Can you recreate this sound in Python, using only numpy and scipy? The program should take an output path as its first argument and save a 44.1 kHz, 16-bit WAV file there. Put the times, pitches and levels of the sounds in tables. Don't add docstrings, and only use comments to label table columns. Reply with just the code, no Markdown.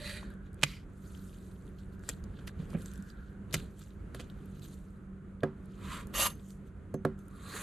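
import sys
import numpy as np
from scipy import signal
from scipy.fft import rfft, irfft, next_fast_len
from scipy.io import wavfile

SR = 44100
rng = np.random.default_rng(int(sys.argv[2]) if len(sys.argv) > 2 else 0)


def to_wav(s):
    ch = np.atleast_2d(s).T
    pcm = np.round(np.clip(ch, -1, 1) * 32767)
    wavfile.write(sys.argv[1], SR, pcm.astype(np.int16))


N = 336042
TIME = np.arange(N) / SR

# f/Hz, relative level/dB, t60/s
BLADE_MODES = [(581, -6, .05), (964, -8, .06), (1222, -5, .06), (1820, -9, .04), (2300, -6, .02),
               (2758, -7, .04), (2841, -3, .045), (3500, -5, .015), (4770, -8, .025), (6308, -10, .17),
               (6777, -11, .06), (7455, -11, .07), (8250, -9, .03), (9910, -8, .025), (10970, -10, .08),
               (11150, -4, .03), (12800, -9, .03)]
# f/Hz, relative level/dB, t60/s
BOARD_MODES = [(96, -8.5, 0.051), (150.44, -5, 0.18), (223.7, -10.5, 0.29), (287, -5, 0.11),
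                (381.4, -3.5, 0.19), (491, -9, 0.12), (539, -1.5, 0.087), (543, 9, 0.024), (701, -3, 0.071),
               (740, -11, 0.026), (900, -20, 0.081), (943, -14.5, .06), (1112, -4, 0.04),
               (1220, -11, 0.044), (1500, -16.5, 0.057), (1640, -5.5, 0.043), (1950, -17, 0.022)]


def from_db(db):
    return 10 ** (np.asarray(db) / 20)


def rms_one(x):
    return x / np.sqrt(np.mean(x ** 2) + 1e-20)


def at_hz(points, hz):
    points = np.array(points)
    return np.interp(np.log(hz), np.log(points[:, 0]), points[:, 1])


def bin_hz(size):
    return np.maximum(np.arange(size // 2 + 1) * SR / size, 1)


def filtered(x, order, hz, kind="low"):
    return signal.sosfilt(signal.butter(order, hz, kind, fs=SR, output="sos"), x)


def drift(rate_hz, size=N):
    step = 40
    pole = np.exp(-2 * np.pi * rate_hz * step / SR)
    settling = 2000
    noise = rng.standard_normal(size // step + settling + 2)
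    slow = rms_one(signal.lfilter([1], [1, -2 * pole, pole * pole], noise))[settling:]
    return np.interp(np.arange(size) / step, np.arange(len(slow)), slow)


def coloured(x, spectrum):
    size = next_fast_len(x.shape[-1])
    shaped = irfft(rfft(x, size) * from_db(at_hz(spectrum, bin_hz(size))), size)
    return rms_one(shaped[..., :x.shape[-1]])


def ring(x, hz, t60):
    radius = from_db(-60 / (t60 * SR))
    angle = 2 * np.pi * min(hz, 16000) / SR
    feedback = [1, -2 * radius * np.cos(angle), radius * radius]
    return signal.lfilter([0, np.sin(angle)], feedback, x + 1e-18)


def modes(x, table):
    return sum((-1) ** k * from_db(db) * ring(x, hz, t60) for k, (hz, db, t60) in enumerate(table))


def burst(t, rise_s, fall_s):
    return (1 - np.exp(-t / rise_s)) * np.exp(-t / fall_s)


def grains(per_s, spread_db, size):
    strength = from_db(spread_db * np.minimum(rng.exponential(1, size), 4))
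    strength = strength * rng.choice([-1, 1], size)
    return rms_one(strength * (rng.random(size) < per_s / SR))


def patchy(x, patch_db):
    wander_hz = 23
    size = next_fast_len(len(x))
    place = 3 * np.log2(np.maximum(bin_hz(size), 500) / 500)
    whole = rfft(x, size)
    total = np.zeros(len(x))
    for k in range(16):
        band = irfft(whole * np.clip(1 - abs(place - k), 0, 1), size)[:len(x)]
        total += from_db(patch_db * drift(wander_hz, size=len(x))) * band
    return total


def panned(x, pan_db):
    return np.array([x * from_db(pan_db / 2), x * from_db(-pan_db / 2)])


def add(out, s, piece):
    i = round(s * SR)
    out[:, i:i + piece.shape[1]] += piece[:, :N - i]


def stroke(rows, colour, grit, judder_db, ring_db, pan_db, patch_db, echo_ms):
    s, level_db = np.transpose(rows)
    tail = 9000
    t = s[0] + np.arange(round((s[-1] - s[0]) * SR) + tail) / SR
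    contact = rng.standard_normal(len(t)) + grit * grains(2100, 2.6, len(t))
    contact = patchy(contact, patch_db)
    pressure = from_db(np.interp(t, s, level_db, right=-120) + judder_db * drift(60, size=len(t)))
    ringing = modes(contact * pressure, BLADE_MODES) / np.std(modes(contact, BLADE_MODES))
    lag_s = np.interp(t, [s[0], s[-1]], echo_ms) / 1000
    rub = coloured(contact, colour)
    first_echo = 0.091 * np.interp(t - lag_s, t, rub)
    second_echo = -0.14 * np.interp(t - 2.7 * lag_s, t, rub)
    rub = rms_one(rub + first_echo + second_echo)
    out = np.zeros((2, N))
    add(out, s[0], panned(pressure * rub + from_db(ring_db) * ringing, pan_db))
    return out


def skinning():
    # t/s, level/dB
    pressure_rows = [(0.0, -49.5), (0.096, -41), (0.13, -46.5), (0.172, -45.5), (0.19, -54.5),
                     (0.238, -57.5), (0.25, -60.5), (0.32, -73)]
    # f/Hz, relative density/dB
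    colour = [(260, -44), (450, -30), (595, 5.5), (679, -38), (897, -11), (965, -22), (1900, -6.5),
              (3460, -13.5), (3900, -7.5), (4500, -9), (5220, -24), (9520, -18.5), (13000, -29.5),
              (15000, -46)]
    return stroke(pressure_rows, colour, grit=1.0, judder_db=1.0, ring_db=-23, pan_db=-2.5,
                  patch_db=2.0, echo_ms=(.5, .55))


def skin_drag():
    # t/s, level/dB
    pressure_rows = [(0.645, -41.5), (0.655, -50), (0.679, -48), (0.765, -57), (0.85, -74.5)]
    # f/Hz, relative density/dB
    colour = [(590, -42.5), (1000, -8.5), (1820, -8.5), (2160, 0.5), (3520, -7), (4890, -8), (6710, -17),
              (12100, -20.5), (13500, -25), (15000, -58)]
    return stroke(pressure_rows, colour, grit=0.22, judder_db=1.1, ring_db=-60, pan_db=-1.0,
                  patch_db=1.2, echo_ms=(.42, .4))


def slicing():
    # t/s, level/dB
    pressure_rows = [(5.76, -72), (5.842, -52), (5.926, -42.5), (6.002, -47), (6.06, -67)]
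    # f/Hz, relative density/dB
    colour = [(410, -17), (700, -15), (859, -24.5), (965, -0.5), (1150, -2.5), (1720, -9), (2490, -11.5),
              (4160, -15.5), (5310, -26.5), (7510, -19), (11300, -25), (13500, -29), (15000, -62)]
    return stroke(pressure_rows, colour, grit=0.62, judder_db=-1.0, ring_db=-50.0, pan_db=-1.5,
                  patch_db=1.0, echo_ms=(.75, .85))


def scraping():
    # t/s, level/dB
    pressure_rows = [(6.13, -64), (6.142, -37.5), (6.225, -25), (6.245, -31.5), (6.266, -27.5), (6.29, -48),
                     (6.303, -46), (6.34, -67)]
    # f/Hz, relative density/dB
    colour = [(210, -45), (350, -16), (385, -29), (597, -2), (733, -8.5), (1190, -4.5), (2130, -12),
              (2830, -3), (4070, -15), (8790, -13), (11300, -7.5), (13200, -16.5), (15000, -45)]
    return stroke(pressure_rows, colour, grit=0.3, judder_db=1.6, ring_db=-5.5, pan_db=-2.6,
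                  patch_db=2.5, echo_ms=(.7, .75))


def last_slice():
    # t/s, level/dB
    pressure_rows = [(7.3, -69.5), (7.442, -55), (7.562, -40), (7.62, -44)]
    # f/Hz, relative density/dB
    colour = [(290, -6.5), (500, -1.5), (788, -14.5), (1140, 3.5), (1350, -7), (1500, -1.5), (2880, -11.5),
              (4230, -5.5), (5380, -22), (6670, -9.5), (8610, -13.5), (9650, -9.5), (15000, -24)]
    return stroke(pressure_rows, colour, grit=0.71, judder_db=0.5, ring_db=-31, pan_db=-1.7,
                  patch_db=3.0, echo_ms=(.8, .7))


def grip():
    # t/s, level/dB
    pressure_rows = [(2.56, -62), (2.626, -48.5), (2.652, -67), (2.68, -65), (2.7, -59), (2.75, -37),
                     (2.76, -42), (2.82, -59)]
    # f/Hz, relative density/dB
    colour = [(59, -28), (100, -17), (179, 8), (259, -8.5), (463, -5), (877, -31.5), (2210, -26),
              (2410, -26.5), (3500, -41), (4550, -77), (7700, -120)]
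    return stroke(pressure_rows, colour, grit=1.15, judder_db=5.0, ring_db=-60, pan_db=-3.0,
                  patch_db=0.5, echo_ms=(1.2, 1.3))


def knocks():
    # t/s, relative body level/dB, edge tick level/dB, blade ring level/dB,
    # rattle level/dB, contact time constant/ms
    landings = [(5.433, -9.5, -40, -83, -24, 0.053), (6.941, -12.5, -42, -53.5, -43, 0.32),
                (7.05, -7.5, -36.5, -73.5, -26, 0.2), (7.189, -53, -58, -60.5, -70, 0.22)]
    out, t = np.zeros((2, N)), np.arange(16000) / SR
    upper = [mode for mode in BLADE_MODES if mode[0] > 5000]
    for s, body_db, tick_db, ring_db, rattle_db, contact_ms in landings:
        push = t * np.exp(-1000 * t / contact_ms)
        body = modes(push / push.sum(), BOARD_MODES)
        tick_envelope = burst(t, 0.00088, 0.0025) + 0.059 * burst(t, 0.0017, .012)
        tick = rng.standard_normal(len(t)) * tick_envelope
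        blade = modes(1. * (t == 0), upper)
        rattle = rms_one(filtered(rng.standard_normal(len(t)), 2, [600, 1500], "band"))
        rattle = rattle * (burst(t, 0.00038, 0.0033) + 0.08 * burst(t, 0.0013, 0.041))
        hit = from_db(body_db - 12.5) * body + from_db(tick_db) * tick
        hit = hit + from_db(ring_db) * blade + from_db(rattle_db) * rattle
        add(out, s, panned(hit, -2.6))
    return out


def slaps():
    # t/s, snap level/dB, snap f/Hz, spray level relative to snap/dB, left over right/dB,
    # board level/dB
    impacts = [(0.23, -35, 1050, -12, 1, -63), (.614, -42.5, 2500, -5, -7, -67),
               (0.6238, -30.5, 2390, -8.5, -5, -57), (0.6318, -25.5, 1500, 15.5, -2, -54),
               (.6326, -10, 2500, -14, -3, -46), (.6360, -2.5, 2550, -19, -4, -46),
               (2.037, -43, 1500, -17, 4, -74), (2.0894, -28, 1560, 1, 0, -47),
               (2.096, -33.5, 2300, -1, -6, -46.5), (2.389, -49, 1290, 1, -2, -69),
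               (2.476, -36, 1700, 1.5, -3, -56), (2.732, -40, 1197, -14, -2, -55),
               (2.739, -43, 2400, -27, -2, -67), (2.748, -46, 2400, -14, -2, -52),
               (3.532, -30.5, 3760, -1, 1, -49), (3.540, -25.5, 3860, 5.5, -3.5, -37),
               (3.5431, -15, 2160, -3, -1, -49), (3.554, -27, 1990, -7, -3, -45),
               (4.1472, -32.5, 1630, -6, -2, -43), (4.195, -44, 2400, 0, -6, -48),
               (4.199, -34, 2370, -10, -4, -46.5), (4.205, -33.5, 2770, -11, -4, -56),
               (4.211, -40, 2800, -5, 0, -68), (5.424, -54, 900, -10, -4, -50)]
    out, t = np.zeros((2, N)), np.arange(8000) / SR
    click = 1. * (t == 0)
    push = t * np.exp(-t / 0.000074)
    board = modes(push / push.sum(), BOARD_MODES)
    for s, snap_db, pitch_hz, tail_db, pan_db, weight_db in impacts:
        snap = ring(click, pitch_hz, 9 / pitch_hz)
        snap = snap - .5 * ring(click, 1.75 * pitch_hz, .002) + .5 * ring(click, 3.2 * pitch_hz, .001)
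        band_hz = [.6 * pitch_hz, min(3.5 * pitch_hz, 15000)]
        spray = filtered(rng.standard_normal(len(t)), 2, band_hz, "band") * burst(t, .0007, .004)
        slap = from_db(snap_db) * (snap + from_db(tail_db) * spray)
        add(out, s, panned(slap + from_db(weight_db) * board, pan_db))
    return out


def thuds():
    # t/s, level/dB, f/Hz
    landings = [(0.633, -24.5, 145), (2.593, -30, 163.6), (2.621, -30, 167), (2.734, -30.5, 161.6),
                (2.99, -31.5, 197.4), (3.541, -24, 145.3), (3.559, -25.5, 142.7), (4.195, -44, 163)]
    out, t = np.zeros((2, N)), np.arange(8000) / SR
    for s, level_db, pitch_hz in landings:
        swing = burst(t, .002, 0.018) * np.sin(2 * np.pi * pitch_hz * t)
        add(out, s, panned(from_db(level_db) * swing, -1.5))
    return out


def clicks():
    # t/s, relative level/dB, f/Hz, left over right/dB
    pops = [(0.0757, -29, 4120, 2), (0.1604, -44, 4300, 4), (0.303, -46, 10000, 0), (0.339, -50, 9500, 0),
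            (0.531, -50, 9000, 0), (0.5434, -43.5, 9000, -2), (0.591, -47, 2780, 0), (1.1492, -41, 3140, 7),
            (1.678, -57.5, 10190, -2.5), (1.787, -46.5, 3804, -4), (1.994, -47.5, 7160, -1),
            (2.0367, -53, 6760, -5), (2.0903, -12, 7140, 3.5), (2.0956, -22, 7840, 2),
            (2.2397, -38, 6850, -1), (2.5905, -53, 3730, -5), (2.7668, -45, 2590, -1.0),
            (2.786, -52, 2550, 2), (2.8095, -48, 4550, -0.5), (2.859, -32, 7600, -2),
            (2.9153, -42, 7350, -10), (2.936, -35, 11130, 0.5), (2.9572, -41, 6930, 5),
            (2.9774, -40, 9150, 0.5), (3.024, -40.5, 7150, 2), (3.102, -39, 4600, -4),
            (3.51, -41, 4240, -5), (3.527, -30, 5100, 15), (3.568, -33, 4250, 5), (3.596, -42, 4240, 11),
            (3.792, -41.5, 7240, 3.5), (4.147, -33, 10500, 3), (4.2997, -37.5, 3400, 1.5),
            (4.4575, -42.5, 10900, 1.5), (4.595, -44, 7300, -1), (4.621, -41.5, 4200, -1.0),
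            (5.4061, -46, 3180, 1), (5.657, -48.5, 10920, 1.0), (6.0705, -36, 10000, -4),
            (6.3414, -51, 8500, 3), (6.354, -45, 11500, 7), (6.5052, -37.5, 6960, 0.5),
            (7.2826, -40, 9800, 4)]
    out, t = np.zeros((2, N)), np.arange(1000) / SR
    for s, level_db, pitch_hz, pan_db in pops:
        puff = np.diff(rng.standard_normal(len(t) + 1)) * burst(t, .0008, 0.0022)
        impulse = rng.standard_normal(len(t)) * burst(t, 0.00071, 0.0005)
        pop = ring(impulse, pitch_hz, 9.0 / pitch_hz)
        click = pop / np.abs(pop).max() + 0.25 * puff
        add(out, s, panned(from_db(level_db - 5.5) * click, pan_db))
    return out


def rubbing():
    # full strength from t/s, lower-band level/dB, upper over lower/dB,
    # rise per 20 dB/s, hold/s, fall per 20 dB/s
    rubs = [(0.31, -69.5, -8, .05, 0.017, 0.068), (0.466, -72.5, -9, .08, .01, 0.044),
            (0.616, -62, -10, .05, .02, .05), (1.05, -72, 6, 0.19, 0.28, .6),
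            (1.789, -67.5, -4, 0.028, 0.011, 0.073), (1.928, -72.5, -4, 0.054, 0.024, 0.032),
            (2.05, -70, 4, .07, 0.066, .03), (2.084, -58.5, 3, .02, .01, 0.088),
            (2.39, -66, -10, 0.16, .02, 0.16), (2.475, -53, -2, 0.0095, 0.0082, 0.023),
            (2.601, -62, -7, 0.04, 0.021, .12), (2.704, -66, 2.5, 0.035, .03, 0.022),
            (2.785, -65, 2, 0.026, 0.11, 0.19), (3.086, -69.5, 1.5, 0.22, .01, 0.079),
            (3.187, -74.5, -4, .08, 0.13, .06), (3.552, -53, -4.5, .05, 0.018, 0.11),
            (3.657, -76, 0.5, .05, 0.086, 0.45), (3.792, -67.5, 3, 0.034, .03, 0.16),
            (4.148, -59.5, -2, 0.015, 0.0079, 0.068), (4.193, -58, -9, .005, .017, 0.095),
            (4.298, -68, -10, .03, 0.0075, .05), (4.55, -70.5, -1.5, 0.52, .04, 0.12),
            (4.63, -61, 4, 0.026, 0.016, 0.071), (4.68, -72.5, 5.5, .05, 0.022, 0.34),
            (4.735, -69.5, 8.5, .03, 0.0097, 0.022), (5.439, -78, -6, .04, 0.0088, .07),
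            (5.75, -71.5, -3.5, .25, .05, .1), (6.08, -76.5, 2.5, 0.045, .05, .05),
            (6.343, -71, -10, .04, 0.027, 0.17), (6.489, -74, 9.5, 0.3, 0.029, 0.086),
            (6.666, -72, 0, 0.023, 0.0093, 0.037), (7.05, -76, 0, .02, 0.011, .1),
            (7.185, -81, 7.5, .015, 0.028, 0.19)]
    power = np.zeros((2, N))
    for s, level_db, bright_db, rise_s, hold_s, fall_s in rubs:
        before = (s - TIME) / max(rise_s, .002)
        after = (TIME - s - hold_s) / max(fall_s, .002)
        away = np.clip(np.maximum(before, after), 0, 4)
        band_db = level_db + np.array([[0], [bright_db]])
        power += from_db(2 * band_db) * from_db(-40 * away)
    return np.sqrt(power)


def handling():
    # f/Hz, relative density/dB
    rustle_colour = [(530, -41.5), (900, -11), (1600, -2), (1850, -17), (2600, -7.5), (4050, -7.5),
                     (5480, -19.5), (6250, -16.5), (7770, -17), (12900, -21), (16000, -38)]
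    crackle_share = 0.37
    pops = grains(900, 4.0, N) * from_db(4.0 * drift(25))
    crease = rng.integers(0, 10, N)
    pitches = np.geomspace(1800, 12500, 10)
    crackle = sum(ring(pops * (crease == k), hz, 7.2 / hz) * np.sqrt(hz) for k, hz in enumerate(pitches))
    mix = (1 - crackle_share) * rng.standard_normal(N) + crackle_share * rms_one(crackle)
    rub = coloured(patchy(mix, patch_db=3.0), rustle_colour)
    low = signal.sosfiltfilt(signal.butter(3, 5500, fs=SR, output="sos"), rub)
    lower, upper = rubbing()
    return lower * rms_one(low) + upper * rms_one(rub - low)


def spread(near, wet_db):
    length = 1300
    fade = from_db(-np.linspace(0, 40, length))
    shared, own = rng.standard_normal((2, length)) * fade / np.linalg.norm(fade)
    echoes = filtered(shared + 1.5 * own * [[1], [-1]], 2, 900, "high")
    return near + from_db(wet_db) * signal.fftconvolve(near, echoes, axes=1)[:, :N]


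def motor():
    # multiple of the shaft speed, level/dB rms
    orders = [(1, -60.5), (2, -58), (3, -60.5), (4, -53), (6, -69), (8, -68)]
    turns_per_s, wander = 48.2, 0.012
    turns = np.cumsum(turns_per_s * (1 + wander * drift(.5))) / SR
    hum = np.zeros(N)
    for multiple, level_db in orders:
        height = np.sqrt(2) * from_db(level_db + 2.7 * drift(4.0))
        hum += height * np.sin(2 * np.pi * multiple * turns + 0.71 * drift(1.9))
    return hum


def far_hiss():
    # t/s, level/dB, centre f/Hz
    course = [(0.0, -73, 1580), (0.2, -56.5, 1540), (0.551, -67, 1480), (0.801, -76, 1420),
              (1.17, -64, 1372), (1.6, -81, 1330), (2.0, -64.5, 1520), (2.6, -73.5, 1480),
              (2.93, -61, 1560), (3.221, -61, 1470), (3.65, -82, 1560), (4.2, -64, 1380), (4.75, -79, 1350),
              (4.95, -66, 1400), (5.4, -72.5, 1260), (5.949, -64.5, 1290), (6.4, -78, 1290),
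              (7.09, -72, 1500), (7.34, -62.5, 1308), (7.62, -59, 1290)]
    s, level_db, centre_hz = np.transpose(course)
    phase = 2 * np.pi * np.cumsum(np.interp(TIME, s, centre_hz)) / SR
    slow = filtered(rng.standard_normal((2, 2, N)), 2, 170)
    mid, side = slow[0] * np.cos(phase) + slow[1] * np.sin(phase)
    return from_db(np.interp(TIME, s, level_db)) * rms_one(mid + 0.75 * side * [[1], [-1]])


def outdoors():
    # f/Hz, relative density/dB
    rumble_colour = [(15, -31.5), (25, -1), (63, 3.5), (134, -6.5), (195, -0.5), (249, -11.5), (373, -12.5),
                     (439, -15.5), (818, -30.5), (1370, -26.5), (1890, -33), (5280, -55), (6920, -49.5),
                     (10700, -50.5), (16000, -73)]
    # t/s, level/dB
    course = [(0.0, -46), (1.4, -48), (2.46, -45), (2.74, -42.5), (2.95, -47), (3.3, -48), (3.61, -40),
              (3.8, -51.5), (4.05, -45), (5.22, -49), (6.2, -44), (6.45, -50), (7.34, -48.5), (7.62, -49.5)]
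    # f/Hz, correlation (0 to 1)
    likeness = [(60, 1), (180, 0.92), (550, 0.69), (1650, 0.59), (4970, 0.54), (15000, 0.42)]
    white = rng.standard_normal((2, N))
    alike = np.clip(at_hz(likeness, bin_hz(N)), 0, .999)
    mid, side = irfft(rfft(white) * np.sqrt([1 + alike, 1 - alike]), N)
    bed = coloured(mid + side * [[1], [-1]], rumble_colour)
    swell_db = 1.2 * drift(5)
    return from_db(np.interp(TIME, *np.transpose(course)) + swell_db) * bed


def scene():
    near = skinning() + skin_drag() + slicing() + scraping() + last_slice() + grip()
    near += knocks() + slaps() + thuds() + clicks() + panned(handling(), -0.89)
    right_lean_db = 0.76
    far = panned(1, -right_lean_db)[:, None] * (motor() + far_hiss() + outdoors())
    return spread(near, wet_db=-13) + far


def record(dry):
    # f/Hz, left level/dB, right level/dB
    response = np.array([(20, -11.5, -5), (40, -1, 0), (4570, -1.5, -1.5), (5600, -3.5, -4.5),
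                         (6367, 0.5, -1), (9100, -1.5, -2.5), (12930, 0, -5), (14200, -12.5, -10.5),
                         (16000, -21, -19)])
    cutoff_hz = 16527
    size = next_fast_len(N)
    gain = from_db([at_hz(response[:, [0, side]], bin_hz(size)) for side in (1, 2)])
    heard = irfft(rfft(dry, size) * gain, size)[:, :N]
    return signal.sosfilt(signal.cheby2(12, 70, cutoff_hz, fs=SR, output="sos"), heard)


dry = scene()
out = record(dry)
to_wav(out)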